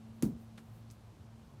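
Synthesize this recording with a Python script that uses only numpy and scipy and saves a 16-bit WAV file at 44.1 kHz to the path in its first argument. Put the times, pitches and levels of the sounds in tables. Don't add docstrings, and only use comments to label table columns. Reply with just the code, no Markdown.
import sys
import numpy as np
from scipy import signal
from scipy.io import wavfile

SR = 44100
rng = np.random.default_rng(int(sys.argv[2]) if len(sys.argv) > 2 else 0)


def gain_from_decibels(decibels):
    exponent = np.asarray(decibels, float) / 20
    return 10 ** exponent


def wrap_up_sound(samples):
    columns = np.atleast_2d(samples).T
    tamed = np.clip(columns, -1, 1)
    steps = np.round(tamed * 32767).astype(np.int16)
    wavfile.write(sys.argv[1], SR, steps)


N = 70560

# start in seconds, peak level in dB, loss of the low rings in dB.
STRING_SNAPS = [(.2246, -24, -1), (.2263, -29, 7), (.2278, -33, 8), (.2281, -34, 8), (.2301, -37, 8),
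                (.2330, -40, 14)]
# frequency in Hz, level in dB, T60 in seconds.
HEAD_MODES = [(1140, -23, 0.0021), (2200, -14, 0.0015), (4600, -12, .002), (6760, -3, .002),
              (8740, -2, 0.0015), (10400, 1, 0.0018), (14100, -14, 0.0024)]
# centre in seconds, peak level in dB (positive: opposite
# polarity), pitch in Hz, length in cycles.
POCKET_THUMPS = [(0.226, -32, 414, 0.3), (0.2298, -27, 270, 0.26), (0.2351, -16.5, 248.4, .55),
                 (.2420, -24, 189, 0.43), (0.2457, 22, 223, 0.56), (.2480, -36, 220, 0.26),
                 (0.2567, -27.5, 251, 0.3), (.2645, 25, 216, 0.85), (.2770, -38, 295, 1.8),
                 (.2860, -40.5, 140, 1.5), (0.2976, 31, 242, 1.35), (.3055, 38, 200, 0.22),
                 (0.3243, -38.5, 169, 1.35), (.345, -45, 232, 4.5)]
# centre in seconds, peak level in dB, pitch in Hz, length in cycles.
FOOTFALLS = [(0.254, -48, 62, 1.4), (0.351, -50, 68, 1.3), (0.585, -44, 148, 0.27),
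             (0.781, -53.5, 167, 1.7), (1.217, -44.5, 97, 0.78), (1.549, -47, 127, 1.26)]
# start in seconds, peak level in dB, centre in Hz, length in seconds.
CONTACT_TICKS = [(.9020, -49.5, 4430, 0.0016), (.9048, -60, 7000, .0008), (.9075, -64, 9000, 0.00086),
                 (0.9111, -47.5, 8000, .001), (0.9148, -45.5, 8000, 0.00041), (0.917, -56, 9500, .001),
                 (.9190, -56, 6000, 0.00091), (0.5765, -56, 6500, 0.0012), (.5790, -51, 6500, 0.0012),
                 (0.5798, -53, 2380, 0.0038), (0.5827, -58, 1810, 0.0027)]
# start in seconds, rms level in dB, centre in Hz, T60 in seconds.
FRICTION_RUSTLES = [
    (0.2264, -49.5, 9600, 0.2),
    (.2250, -52.5, 4000, 0.071),
    (0.225, -49.5, 1110, 0.11),
    (.575, -59.5, 2760, 0.11),
    (0.578, -53.5, 950, 0.078),
    (0.576, -66, 7360, 0.17),
    (0.904, -63, 4530, 0.082),
    (0.912, -65.5, 9100, 0.16),
]
# centre in seconds, rms level in dB, centre in Hz, half length in seconds.
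STICK_SWISHES = [
    (0.17, -81, 11100, 0.025),
    (.42, -75.5, 12400, 0.03),
    (0.67, -80.5, 13000, 0.039),
    (.765, -75.5, 12600, .04),
]
# time in seconds, frequency in Hz.
MOTOR_PITCH = [(0.0, 223.3), (1.568, 225.4), (1.6, 227)]
# time in seconds, upper partial level in dB, lower partial level in dB.
MOTOR_LOAD = [(0, -52.5, -59.5), (.1, -55, -55), (.2, -54, -62), (.45, -57.5, -54), (.63, -57, -62.5),
              (.72, -62, -51), (.79, -64, -58), (.86, -61.5, -53), (1.0, -66.5, -60), (1.09, -71.5, -54.5),
              (1.15, -68.5, -67.5), (1.35, -60, -55), (1.47, -61.5, -77), (1.6, -66.5, -52)]
# frequency in Hz, density in dB per Hz.
OUTDOOR_SPECTRUM = [(45, -3.5), (118, -3.5), (394, -18.5), (900, -20.5), (1900, -32.5), (3200, -32.5),
                    (9200, -41.5), (14800, -47.5)]


def rms_one(x):
    return x / np.sqrt(np.mean(x ** 2) + 1e-20)


def drift(rate_hz):
    pole = np.exp(-2 * np.pi * rate_hz / SR)
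    slow = signal.lfilter([1], [1, -2 * pole, pole * pole], rng.standard_normal(N + SR))
    return rms_one(slow[SR:])


def band(low_hz, high_hz):
    edges = [low_hz, min(high_hz, SR * 0.45)]
    sos = signal.butter(2, edges, "band", fs=SR, output="sos")
    return rms_one(signal.sosfilt(sos, rng.standard_normal(N + SR))[SR:])


def dying(start, t60, rise):
    t = np.maximum(np.arange(N) / SR - start, 0)
    return (1 - np.exp(-t / rise)) * gain_from_decibels(-60 * t / t60)


def swell(centre, half):
    t = np.arange(N) / SR
    return np.exp(-0.5 * ((t - centre) / half) ** 2)


def pressure_pulls(events):
    t = np.arange(N) / SR
    out = np.zeros(N)
    for s, db, hz, cycles in events:
        peak = np.sign(db) * gain_from_decibels(-abs(db))
        out += peak * np.cos(2 * np.pi * hz * (t - s)) * swell(s, cycles / hz)
    return out


def string_snaps():
    s, db, loss_db = np.transpose(STRING_SNAPS)
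    out = np.zeros(N)
    for hz, mode_db, t60 in HEAD_MODES:
        strike_db = db + mode_db - loss_db * (hz < 8000) + rng.normal(0, 3.9, len(s))
        impulses = np.full(N, 1e-18)
        impulses[(s * SR).astype(int)] = gain_from_decibels(strike_db)
        radius, angle = gain_from_decibels(-60 / (t60 * SR)), 2 * np.pi * hz / SR
        resonator = [1, -2 * radius * np.cos(angle), radius * radius]
        out += signal.lfilter([np.sin(angle)], resonator, impulses)
    return 0.55 * out


def pocket_thump():
    yard_tail = gain_from_decibels(-35) * band(111, 306) * dying(0.2245, t60=0.38, rise=0.0096)
    return pressure_pulls(POCKET_THUMPS) + yard_tail


def contact_ticks():
    out = np.zeros(N)
    for s, db, hz, length in CONTACT_TICKS:
        out += gain_from_decibels(db) * band(hz * 0.55, hz * 1.45) * dying(s - 0.0002, 3.4 * length, 0.0001)
    return out


def friction_rustle():
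    out = np.zeros(N)
    for s, db, hz, t60 in FRICTION_RUSTLES:
        out += gain_from_decibels(db) * band(hz * 0.41, hz * 1.81) * dying(s, t60, 0.001)
    grain = gain_from_decibels(1.2 * drift(400))
    return grain * out


def stick_swish():
    out = np.zeros(N)
    for s, db, hz, half in STICK_SWISHES:
        out += gain_from_decibels(db) * band(hz * 0.68, hz * 1.4) * swell(s, half)
    return out


def mesh_whistle():
    centre_hz = 13500
    return gain_from_decibels(-90) * band(centre_hz - 350, centre_hz + 350) * swell(0.765, 0.03)


def footfalls():
    return pressure_pulls(FOOTFALLS)


def motor():
    t = np.arange(N) / SR
    s, upper_db, lower_db = np.transpose(MOTOR_LOAD)
    wobble_db, wobble_hz = 0.5, 13.6
    pitch_hz = np.interp(t, *np.transpose(MOTOR_PITCH)) + 1.21 * drift(3.8)
    phase = 2 * np.pi * np.cumsum(pitch_hz) / SR
    upper_level = np.interp(t, s, upper_db) + 1.1 * wobble_db * drift(wobble_hz)
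    lower_level = np.interp(t, s, lower_db) + wobble_db * drift(wobble_hz)
    partials = gain_from_decibels(upper_level) * np.sin(phase) + gain_from_decibels(lower_level) * np.sin(phase / 2)
    return np.sqrt(2) * partials


def outdoors():
    hz, density_db = np.transpose(OUTDOOR_SPECTRUM)
    edges = 36 * 2 ** np.arange(0, 9.1, 0.5)
    air = np.zeros(N)
    for low, high in zip(edges, edges[1:]):
        level_db = np.interp(np.log(low * high) / 2, np.log(hz), density_db)
        patchy_db = level_db + 0.6 * drift(5.6)
        air += np.sqrt(high - low) * gain_from_decibels(patchy_db) * band(low, high)
    rumble = gain_from_decibels(-68.5 + 4.2 * drift(7.0)) * band(50, 184)
    far = gain_from_decibels(-58) * rms_one(air) + rumble
    far = signal.sosfilt(signal.butter(8, 15300, fs=SR, output="sos"), far)
    return signal.sosfilt(signal.butter(8, 46, "high", fs=SR, output="sos"), far)


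def scene():
    catch = string_snaps() + pocket_thump()
    handling = contact_ticks() + friction_rustle()
    swings = stick_swish() + mesh_whistle()
    background = footfalls() + motor() + outdoors()
    return (catch + handling + swings + background)[None]


def top_cut(x):
    return signal.sosfilt(signal.butter(12, 16520, fs=SR, output="sos"), x)


def record(dry):
    x = signal.sosfilt(signal.cheby2(12, 60, 16700, fs=SR, output="sos"), dry)
    x = signal.sosfilt(signal.butter(2, 30, "high", fs=SR, output="sos"), x)
    return top_cut(x)


dry = scene()
out = record(dry)
wrap_up_sound(out)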